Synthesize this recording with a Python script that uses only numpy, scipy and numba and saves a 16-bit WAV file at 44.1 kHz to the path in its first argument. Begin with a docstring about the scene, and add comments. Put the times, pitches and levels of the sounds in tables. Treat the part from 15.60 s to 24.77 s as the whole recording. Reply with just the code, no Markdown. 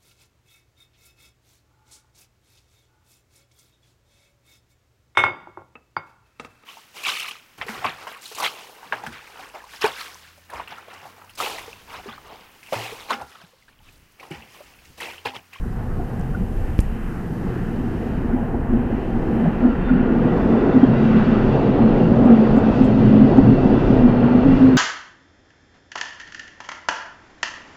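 """Level crossing beside a railway: an electric passenger train rolls up and runs past, a few metres off.
Roar: coloured noise and chance metal rings in five bands, from rough wheels and rails. Drone and hum:
noise resonances and wavering tones of vehicle and track modes. Thumps, clinks, ticks: decaying sines.
Clatter: noise bursts. Singing: narrow gliding noise, with short wide bursts at the loudest moments.
Wind and a fading hiss: shaped noise. One knock on the camera: a pressure dip, rebound and scrape."""
import sys
import numpy as np
from scipy import signal
from scipy.fft import rfft, irfft
from scipy.io import wavfile
from scipy.ndimage import uniform_filter1d
from numba import njit

SR = 44100
rng = np.random.default_rng(int(sys.argv[2]) if len(sys.argv) > 2 else 0)


def unload_audio(sound):
    """Save the sound as a 16-bit wav file, at the path given as the first command line argument."""
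    columns = np.transpose(np.atleast_2d(sound))
    # keep every value between -1 and 1, then stretch to whole-number steps
    steps = np.round(np.clip(columns, -1, 1) * 32767)
    wavfile.write(sys.argv[1], SR, steps.astype(np.int16))


N = 404397
T = np.arange(N) / SR


def undb(db):
    """dB to gain."""
    return 10 ** (np.asarray(db) / 20)


def unit(x):
    """Scale to rms 1."""
    return x / np.sqrt(np.mean(x ** 2))


def columns(table):
    """Interpolate each column after t to one value per sample."""
    t_s, *rest = np.vstack(table).T
    return [np.interp(T, t_s, column) for column in rest]


def log_bins():
    """Log frequency of the spectrum bins."""
    return np.log(np.arange(N // 2 + 1) * SR / N + 1e-3)


def colour(points):
    """Spectrum of fresh noise shaped by (f/Hz, level/dB) points; -120 dB outside them."""
    hz, db = np.transpose(points)
    gain = undb(np.interp(log_bins(), np.log(hz), db, -120, -120))
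    return rfft(rng.standard_normal(N)) * gain


def shaped_noise(points):
    """Coloured noise at rms 1."""
    return unit(irfft(colour(points), N))


def walk(rate_hz):
    """Random levels held 1 / rate, smoothed by two moving averages; rms 1."""
    k = int(SR / rate_hz)
    steps = np.repeat(rng.standard_normal(N // k + 1), k)
    return unit(uniform_filter1d(uniform_filter1d(steps, k), k)[:N])


@njit
def svf(x, hz, width):
    """State-variable band-pass with a moving centre, gain 1 at the centre."""
    y, band, low = np.empty(len(x)), 0., 0.
    for i in range(len(x)):
        g, k = np.tan(np.pi * hz[i] / SR), width / hz[i]
        v = (band + g * (x[i] - low)) / (1 + g * (g + k))
        band, low, y[i] = 2 * v - band, low + 2 * g * v, k * v
    return y


def resonance(hz, width_hz):
    """Noise through two band-passes in series, each width_hz wide, centred on hz per sample; rms 1."""
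    width = 1. * width_hz
    once = svf(rng.standard_normal(len(hz)), hz, width)
    return unit(svf(once, hz, width))


def add(out, t_s, wave):
    """Mix a short sound in at t_s."""
    i = int(t_s * SR)
    out[i:i + len(wave)] += wave[:N - i]


def ring(db, hz, t60_s, rise_s):
    """One struck mode: sine-squared rise over a soft contact, then exponential decay."""
    t = np.arange(int((rise_s + t60_s) * SR)) / SR
    rise = np.sin(np.pi / 2 * np.minimum(t / rise_s, 1)) ** 2
    decay = 1000. ** (-np.maximum(t - rise_s, 0) / t60_s)
    return undb(db) * rise * decay * np.sin(2 * np.pi * (hz * t + rng.random()))


def bell(t_s, length_s):
    """Gaussian bump of height 1, length_s wide at 1/e."""
    return np.exp(-(2 * (T - t_s) / length_s) ** 2)


def swells(rows):
    """Gains of (t/s, level/dB .., length/s) rows: one bell per level column."""
    return sum(undb(db)[:, None] * bell(t, length) for t, *db, length in rows)


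def bursts(rows, rise_s):
    """Envelope of (t/s, peak level/dB, t60/s) rows: linear rise, exponential fall."""
    return sum(undb(db) * np.clip((T - t) / rise_s, 0, 1) * 1000. ** (-np.maximum(T - t, 0) / t60)
               for t, db, t60 in rows)


# wind level before gusts: t/s, rms level/dB
WIND = [(0, -24), (.35, -26), (.9, -25), (1.7, -28), (2.3, -22.5), (2.58, -23), (2.9, -24.5), (3.15, -23.5),
        (3.6, -28.5), (4.45, -23), (4.7, -26), (5.7, -25.5), (6.3, -27), (7.2, -28), (8.1, -27),
        (8.35, -22), (8.75, -28.5), (9, -22), (9.17, -34)]
# wind spectrum shape: f/Hz, relative level/(dB per Hz)
WIND_COLOUR = [(12, -12.5), (25, 3.5), (34, -2.5), (50, -5), (90, -8.5), (200, -23.5), (400, -45.5)]


def wind():
    """Wind buffeting the microphone: low noise with random gusts."""
    gust_db = 2.2 * walk(6.)
    return shaped_noise(WIND_COLOUR) * undb(columns(WIND)[0] + gust_db)


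# hiss level before flutter: t/s, rms level/dB
HISS = [(0.0, -61), (1.35, -60.5), (2.93, -66), (3.79, -67), (4.3, -73), (5.0, -76.5), (5.7, -83.5),
        (9.1, -88)]
# hiss and scrape spectrum shape: f/Hz, relative level/(dB per Hz)
HISS_COLOUR = [(3000, -15.5), (5000, -4.5), (7500, -3.5), (14200, -2.5), (14700, -28.5)]
# scrape around the knock: t/s, peak of rms envelope/dB, t60/s
SCRAPE = (1.178, -50, .2)


def hiss_and_scrape():
    """Fading hiss, and a hand scraping the camera: two envelopes on one bright noise."""
    hiss_gain = undb(columns(HISS)[0] + .8 * walk(7.))
    return shaped_noise(HISS_COLOUR) * (hiss_gain + bursts([SCRAPE], .012))


# dry ticks: t/s, peak level/dB, f/Hz, t60/s
TICKS = [(.597, -35, 8500, .001), (.612, -35, 6000, .001), (.624, -44, 6000, .001),
         (1.1903, -16, 2500, 0.002), (1.1916, -28, 5500, .003), (1.1915, -32, 9500, 0.002),
         (1.1917, -19, 1600, 0.0028), (1.2047, -19, 8000, 0.00068), (1.209, -25, 9500, .001),
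         (5.238, -30.5, 3160, 0.015), ]


def ticks():
    """Dry ticks: very short decaying sines."""
    out = np.zeros(N)
    for t, db, hz, t60 in TICKS:
        add(out, t, ring(db, hz, t60, .0001))
    return out


# pressure dip before smoothing and high-pass: t/s, depth/dB, fall constant/s, return constant/s
KNOCK = (1.1913, 3, .0008, .0019)
# housing springing back: level/dB re dip, delay/s, length/s
REBOUND = (-19, .011, .016)


def camera_knock():
    """Knock on the camera: a sharp pressure dip, then the housing springs back."""
    t, depth_db, fall_s, return_s = KNOCK
    rebound_db, delay_s, length_s = REBOUND
    dip = np.exp(-np.abs(T - t) / np.where(T < t, fall_s, return_s))
    dip = uniform_filter1d(dip, size=28)
    dip = dip - undb(rebound_db) * bell(t + delay_s, length_s)
    # no steady pressure passes the microphone: slow overshoot after the dip
    b, a = signal.butter(1, 16., "high", fs=SR)
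    return -undb(depth_db) * signal.lfilter(b, a, dip)


# distant clinks of metal: t/s, nominal level/dB (each mode 4.5 dB below), centre f/Hz, t60/s
CLINKS = [(.39, -29, 720, 0.14), (.1, -41, 755, .08), (.3, -37.5, 1300, .08), (.37, -40, 1080, .08),
          (.39, -25, 380, .12), (.58, -22, 180, .12), (0.736, -30.5, 1450, 0.065), (.73, -38, 1180, .07),
          (.8, -21, 195, .12), (1.6, -19, 171, .15), (1.839, -19, 172, 0.14), (1.84, -22, 273, .1),
          (2.7, -35, 1440, .08), (4.03, -35, 1370, .12), (4.28, -27, 1430, .12), (6.17, -19, 365, .15),
          (6.36, -18, 375, .15), (6.691, -13.5, 492, 0.11), (2.739, -21.5, 322, 0.15),
          (3.10, -15.5, 342, 0.18)]
CLINK_SPREAD = .025  # mode spacing / centre f


def clinks():
    """Distant metal clinks: three close, randomly detuned modes each."""
    out = np.zeros(N)
    for t, db, hz, t60 in CLINKS:
        for step in CLINK_SPREAD * (np.arange(-1, 2) + 0.26 * rng.standard_normal(3)):
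            add(out, t, ring(db - 4.5, hz * (1 + step), t60, 0.015))
    return out


# distant wheels over the points: t/s, peak of rms envelope/dB
CLATTER = [(2.149, -33), (2.662, -31), (2.766, -31), (2.939, -26), (3.169, -28.5), (3.302, -24),
           (3.851, -20.5), (5.944, -23), (7.179, -23), (7.71, -21), (7.839, -23)]
# clatter spectrum shape: f/Hz, relative level/(dB per Hz)
CLATTER_COLOUR = [(250, -29.5), (330, 10.5), (500, -5.5), (570, -1.5), (750, 2), (900, -5), (1300, -29.5),
                  (2500, -62)]
CLATTER_T60_S = 0.24


def clatter():
    """Distant wheels clattering over the points: decaying bursts of coloured noise."""
    rows = [(t, db, CLATTER_T60_S) for t, db in CLATTER]
    return shaped_noise(CLATTER_COLOUR) * bursts(rows, 0.002)


# singing, and short wide bursts of bright noise at the loudest moments: start t/s, end t/s,
# start f/Hz, end f/Hz, width per filter/Hz, mid-span rms level before flicker/dB
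SINGING = [(3.95, 4.2, 1370, 1370, 30, -45), (4.2, 4.7, 1430, 1420, 60, -46),
           (4.4, 5.5, 1950, 1960, 70, -50), (3.85, 4.5, 2700, 2700, 45, -56),
           (4.65, 5.0, 2690, 2700, 45, -55), (4.0, 4.45, 4480, 4490, 120, -70),
           (5.0, 5.5, 2750, 2700, 150, -54), (6.0, 6.45, 4100, 4200, 200, -62),
           (8.1, 8.8, 2350, 2400, 80, -53), (6.7, 7.1, 4550, 4620, 90, -63),
           (5.9, 6.2, 3750, 3720, 50, -60), (4.17, 4.36, 3570, 3560, 20, -60),
           (4.55, 5.3, 3540, 3500, 90, -60), (4.2, 4.38, 2450, 2450, 25, -58),
           (4.75, 4.9, 2420, 2420, 20, -56), (4.45, 4.92, 11800, 11800, 500, -73),
           (5.18, 5.32, 3200, 3190, 40, -55), (5.35, 5.52, 3810, 3790, 50, -59),
           (5.4, 5.65, 2710, 2670, 40, -50), (5.5, 5.9, 2380, 2360, 60, -52),
           (5.5, 6.05, 4460, 4510, 60, -63), (6.25, 6.55, 2750, 2800, 120, -52),
           (6.62, 6.8, 1250, 1250, 300, -38), (6.9, 7.3, 2650, 2600, 200, -50),
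           (7.22, 7.36, 3140, 3150, 25, -55), (7.68, 7.82, 4400, 4390, 50, -60),
           (7.3, 8.2, 4420, 4380, 140, -62), (7.72, 8.32, 2710, 2650, 130, -49),
           (8.12, 8.28, 3480, 3480, 50, -56), (8.45, 8.6, 3170, 3160, 25, -56),
           (6.65, 6.67, 7500, 7500, 3000, -62), (6.96, 7.0, 7300, 7300, 2500, -60),
           (7.235, 7.27, 7300, 7300, 3500, -59), (7.76, 7.8, 6500, 6500, 2500, -60),
           (8.45, 9.0, 4320, 4230, 160, -61), (8.7, 9.12, 2700, 2720, 200, -51),
           (9.05, 9.17, 4230, 4220, 30, -59)]
SINGING_DRIFT_HZ, SINGING_FLICKER_DB = 10, 0.99  # rms


def singing():
    """Rails and wheels singing, and short wide bright bursts: gliding noise bands, shared drift and flicker."""
    out = np.zeros(N)
    drift, flicker = walk(6.7), walk(19)
    for start, end, hz, end_hz, width, db in SINGING:
        span = (T >= start) & (T < end)
        part = (T[span] - start) / (end - start)
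        centre_hz = hz + (end_hz - hz) * part + SINGING_DRIFT_HZ * drift[span]
        fade = np.sqrt(np.sin(np.pi * part))
        gain = undb(db + SINGING_FLICKER_DB * flicker[span])
        out[span] += resonance(centre_hz, width) * fade * gain
    return out


# axles over rail joints: t/s, peak level/dB, f/Hz
THUMPS = [(4.649, -13, 247), (5.152, -8, 254), (5.228, 2.5, 255), (5.294, -9, 216), (5.564, -9, 228),
          (6.512, -5, 226), (6.652, -0.5, 245), (6.781, -15, 228), (7.205, -4.5, 227), (7.494, -3.5, 238),
          (7.777, -13, 274), (8.052, -2.5, 213), (8.298, -7.5, 215), (8.744, -5.5, 243), (8.857, -6, 259)]
THUMP_RISE_S, THUMP_T60_S = 0.0086, 0.051


def thumps():
    """Axles over rail joints: each blow rings one low mode."""
    out = np.zeros(N)
    for t, db, hz in THUMPS:
        add(out, t, ring(db, hz, THUMP_T60_S, THUMP_RISE_S))
    return out


# base rumble: t/s, car-body rms level/dB, bogie rms level/dB
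DRONE = [(0, -40, -36), (.65, -32, -37.5), (1.2, -45, -37.5), (1.75, -29, -29), (2.5, -35, -32),
         (3.4, -31.5, -33.5), (4.1, -35, -26), (5.1, -29.5, -23.5), (5.6, -23, -24), (6.2, -24.5, -26.5),
         (7.1, -24, -26), (7.6, -19.5, -23.5), (8.2, -24.5, -27), (9.17, -20, -26.5)]
# car-body and bogie modes: f/Hz, width per filter/Hz
DRONE_MODES = [(125, 37), (172, 62)]
# brief rumble swells, power-summed: t/s, car-body level/dB, bogie level/dB, length/s
BOOMS = [(0.693, -25.5, -44, 0.08), (0.808, -42, -29, .08), (3.71, -38, -28, .08), (3.885, -30, -19, 0.08),
         (4.632, -29, -31, 0.077), (5.337, -20.5, -26, .14), (5.963, -17, -32, 0.081),
         (6.07, -33, -18, 0.11), (6.438, -20.5, -17, 0.17), (7.444, -15.5, -29, 0.092),
         (7.552, -28, -29, 0.059), (7.84, -16.5, -26.5, 0.26), (8.37, -22, -31, 0.089),
         (8.615, -21.5, -28, 0.089), (8.913, -27, -21, 0.09)]


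def drone():
    """Roughness drives low car-body and bogie modes: two noise resonances with swells."""
    out = 0
    for (hz, width), db, boom in zip(DRONE_MODES, columns(DRONE), swells(BOOMS)):
        out = out + resonance(hz + 0 * T, width) * np.hypot(undb(db), boom)
    return out


# base hum before throb and dips: t/s, lower mode rms level/dB, upper mode rms level/dB
HUM = [(0, -47, -38.5), (0.6, -35.5, -39), (1.2, -37.5, -43), (1.8, -37, -35.5), (2.4, -32.5, -34),
       (3, -29, -23.5), (3.6, -24, -35), (4.1, -22, -24), (4.6, -23, -20.5), (5.1, -21.5, -26),
       (5.6, -16.5, -19.5), (6.1, -26.5, -29.5), (6.6, -15.5, -28), (7.1, -21, -20.5), (7.6, -16.5, -19.5),
       (8.1, -20.5, -16), (8.35, -24, -15), (8.5, -22, -14), (8.8, -24, -14.5), (9.17, -28.5, -15)]
# lower and upper mode: tone wander/Hz rms, fringe width per filter/Hz
HUM_MODES = [(4.5, 34), (3, 44)]
# mode pitch: t/s, lower f/Hz, upper f/Hz
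HUM_HZ = [(0, 222, 250), (3.3, 226, 245), (4.4, 222, 250), (5.2, 225, 260), (5.6, 220, 252),
          (6.1, 217, 250), (6.6, 229, 256), (6.85, 223, 256), (7.3, 214, 258), (7.6, 213, 262),
          (8.1, 213, 260), (8.36, 215, 260), (8.42, 222, 247), (8.6, 222, 243), (8.76, 222, 245),
          (8.87, 220, 265), (9, 220, 261), (9.17, 220, 257)]
# fringe re tone once clear: t/s, lower level/dB, upper level/dB
HUM_ROUGH = [(4.2, -3, -2), (5.8, -3, 0), (6.4, -4, 2), (6.65, -9, -3), (6.9, -6, -3), (7.2, -4, 3),
             (7.5, -6, 3), (7.62, -8, -5), (7.85, 1, 0), (8.28, 2, 2), (8.38, 4, -12), (8.76, 4, -11),
             (8.85, 4, 3), (8.97, 4, 0), (9.03, 4, -9), (9.17, 4, -7)]
# tones emerge from the fringe: start t/s, end t/s
HUM_CLEARS_S = (2.3, 4.7)
# brief hum swells, power-summed, before dips: t/s, lower level/dB, upper level/dB, length/s
SWELLS = [(2.21, -30, -30, 0.23), (2.752, -23, -25, 0.12), (3.14, -17, -25, 0.062),
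          (3.33, -21.5, -21.5, 0.11), (3.826, -19, -29, 0.072), (4.053, -14.5, -12.5, 0.052),
          (4.341, -28, -16.5, 0.075), (4.508, -19, -24, 0.025), (5.178, -27, -11, 0.057),
          (5.57, -22, -17, 0.047), (5.696, -16, -13, 0.067), (5.894, -16, -30, 0.055),
          (6.095, -15.5, -20, 0.05), (6.248, -14.5, -25, 0.09), (6.62, -7.5, -14, 0.037),
          (6.724, -6.5, -22.5, 0.074), (6.802, -8.5, -32, 0.055), (6.97, -11.5, -10, 0.043),
          (7.06, -18.5, -14, .03), (7.098, -16.5, -12.5, 0.03), (7.62, -12, -11.5, 0.091),
          (7.789, -23, -6.5, 0.024), (8.179, -9.5, -15, 0.024), (8.447, -25.5, -11, 0.071),
          (9.042, -31, -10, 0.073)]
# brief hum dips: t/s, gain/dB, length/s
DIPS = [(2.898, -12, 0.035), (3.035, -7.5, 0.08), (3.412, -7, 0.045), (3.517, -10, 0.038),
        (3.963, -7, 0.12), (4.22, -14, 0.062), (4.75, -2.5, 0.13), (5.655, -16, 0.04), (6.64, -9.5, 0.018),
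        (6.887, -6, 0.051), (7.01, -10, 0.027), (7.138, -5.5, 0.075), (7.718, -5.5, 0.079),
        (8.003, -7, 0.069), (8.256, -9, 0.12)]
HUM_THROB_DB, HUM_THROBS_PER_S = 1.5, 13  # rms depth, random steps


def hum():
    """Rail-head ripples drive two close track modes: wavering tones that beat, each with a rough fringe."""
    clear, out = np.interp(T, HUM_CLEARS_S, [0, 1]), 0
    modes = zip(HUM_MODES, columns(HUM_HZ), columns(HUM), swells(SWELLS), columns(HUM_ROUGH))
    for (wander, width), hz, db, swell, rough in modes:
        fringe = 1 + clear * (undb(rough) - 1)
        phase = 2 * np.pi * np.cumsum(hz + wander * walk(14)) / SR
        tone = np.sqrt(2) * np.sin(phase)
        gain = np.hypot(undb(db + HUM_THROB_DB * walk(HUM_THROBS_PER_S)), swell)
        mix = clear * tone + fringe * resonance(hz, width)
        out = out + gain * mix / np.hypot(clear, fringe)
    dip_db = sum(db * bell(t, length) for t, db, length in DIPS)
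    return out * undb(dip_db)


# near spectrum shape, for rings and roar: f/Hz, relative level/(dB per Hz)
NEAR_COLOUR = [(170, -35), (290, 4), (307, -4), (365, 1), (421, -6), (494, -6.5), (554, -12.5), (658, -15),
               (1060, -26), (1400, -27.5), (1750, -32.5), (2000, -30.5), (2150, -37), (2380, -33),
               (2520, -35), (2690, -29.5), (2900, -32.5), (3150, -37), (3350, -37.5), (3910, -44.5),
               (4450, -46.5), (5500, -53), (7300, -61), (8300, -70.5), (9000, -74), (11700, -99),
               (19800, -120)]
RINGS_PER_S, RING_T60_S = 150, .16


def rings():
    """Spectrum of chance blows on wheels and rails, each ringing one mode, in the near colour."""
    out = np.zeros(N)
    for when, pitch, size in rng.random((int(RINGS_PER_S * N / SR), 3)):
        hz = 300 * 16 ** pitch
        add(out, when * N / SR, ring(10 * np.log10(hz) + 6 * size, hz, RING_T60_S, 0.0088))
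    hz, db = np.transpose(NEAR_COLOUR)
    return rfft(unit(out)) * undb(np.interp(log_bins(), np.log(hz), db))


# roar before split, surge and flutter: t/s, then rms level/dB of body, rail ring, wheel ring, top
ROAR = [(0, -42, -48, -63.5, -67), (0.6, -35, -47.5, -56.5, -65), (1.2, -36, -49, -55.5, -67.5),
        (1.8, -36.5, -44.5, -57, -64), (2.4, -32, -43.5, -53.5, -64), (3, -32, -44, -56, -68.5),
        (3.6, -29, -44, -52, -66), (4.1, -28, -38.5, -48.5, -64.5), (4.6, -22.5, -37.5, -50.5, -62),
        (5.1, -23, -36, -49, -56.5), (5.6, -22.5, -35.5, -45, -53), (6.1, -18.5, -36.5, -45.5, -57.5),
        (6.6, -18.5, -36.5, -48, -57), (7.1, -22, -36, -45, -53.5), (7.6, -21, -37.5, -46.5, -55),
        (8.1, -21, -38, -47, -55.5), (8.6, -21.5, -35.5, -47, -55), (9.17, -24.5, -37, -45.5, -55)]
# body parts re the body column: t/s, lower level/dB, upper level/dB
BODY_SPLIT = [(0, -3.5, -4), (.8, -4.5, -4.5), (1.4, -3.5, -7.5), (1.9, 3, -5.5), (2.5, -2.5, -5.5),
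              (3.1, -3, -5), (3.7, 0, -5), (4.3, -2.5, -7.5), (5, 0, -5), (5.7, -1.5, -6.5),
              (6.4, -3.5, -7.5), (7, -1.5, -4.5), (7.6, 0, -5), (8.3, -1, -6.5), (9.17, 0, -5)]
# band centres, lower body, upper body, rail ring, wheel ring, top: f/Hz
ROAR_HZ = [350, 750, 1500, 2800, 5000]
# brief swells and dips of the roar, before the band share: t/s, level/dB, length/s
SURGES = [(4.04, 6, 0.092), (4.19, 0.5, 0.16), (5.008, 2, 0.054), (5.198, 0.5, .12), (5.804, -2.5, .2),
          (6.04, 2, .08), (6.103, -2, 0.055), (6.197, 4.5, 0.094), (6.384, 5, 0.17), (6.47, -2, 0.068),
          (6.692, 4, .1), (6.805, -2, 0.22), (6.994, 3.5, .1), (7.314, 1, .05), (7.365, -4.5, 0.043),
          (7.425, 3.5, 0.066), (7.638, -3.5, 0.11), (7.867, -1.5, 0.054), (8.12, 2, .06), (8.38, 3, .1)]
# share of the surge dB taken by each band [ratio]
SURGE_SHARE = [0.65, 0.69, 0.11, .15, .05]
# spectrum shape down the track, with ground-echo dips: f/Hz, relative level/(dB per Hz)
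FAR_COLOUR = [(170, -31.5), (290, -3), (345, 0), (434, -8), (473, -6.5), (560, -18), (760, -16),
              (956, -24.5), (1270, -29.5), (1720, -30), (2000, -32.5), (2200, -39), (2550, -37),
              (2750, -37), (3100, -40.5), (3350, -49.5), (3750, -51.5), (9000, -68.5)]
# far-to-near crossfade: start t/s, end t/s
ARRIVES_S = (3.7, 5.23)
RING_DB = -17  # gain of rings added to the near noise


def roar():
    """Wheel and rail roughness: five overlapping noise bands, far colour fading to near."""
    near = np.interp(T, ARRIVES_S, [0, 1])
    far_noise = colour(FAR_COLOUR)
    near_noise = colour(NEAR_COLOUR) + undb(RING_DB) * rings()
    surge_db = sum(db * bell(t, length) for t, db, length in SURGES)
    body, *higher = columns(ROAR)
    levels = [body + part for part in columns(BODY_SPLIT)] + higher
    log_hz, out = log_bins(), 0
    for k, db in enumerate(levels):
        share = np.interp(log_hz, np.log(ROAR_HZ), np.eye(len(ROAR_HZ))[k])
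        far = unit(irfft(far_noise * share, N))
        close = unit(irfft(near_noise * share, N))
        band = np.sqrt(1 - near) * far + np.sqrt(near) * close
        out = out + band * undb(db + SURGE_SHARE[k] * surge_db + 1.2 * walk(8))
    return out


def scene():
    """Sum of all sources at one microphone."""
    background = wind() + hiss_and_scrape() + ticks() + camera_knock()
    train = clinks() + clatter() + singing() + thumps() + drone() + hum() + roar()
    return (background + train)[None, :]


KNEE, CEILING = .7, .95  # absolute sample level
TOP_HZ = 14600


def record(dry):
    """Camera input: tanh rounding of peaks above the knee, then a steep low-pass."""
    over, room = np.maximum(np.abs(dry) - KNEE, 0), CEILING - KNEE
    rounded = np.sign(dry) * (np.abs(dry) - over + room * np.tanh(over / room))
    return signal.sosfilt(signal.ellip(8, .2, 70, TOP_HZ, fs=SR, output="sos"), rounded)


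dry = scene()
out = record(dry)
unload_audio(out)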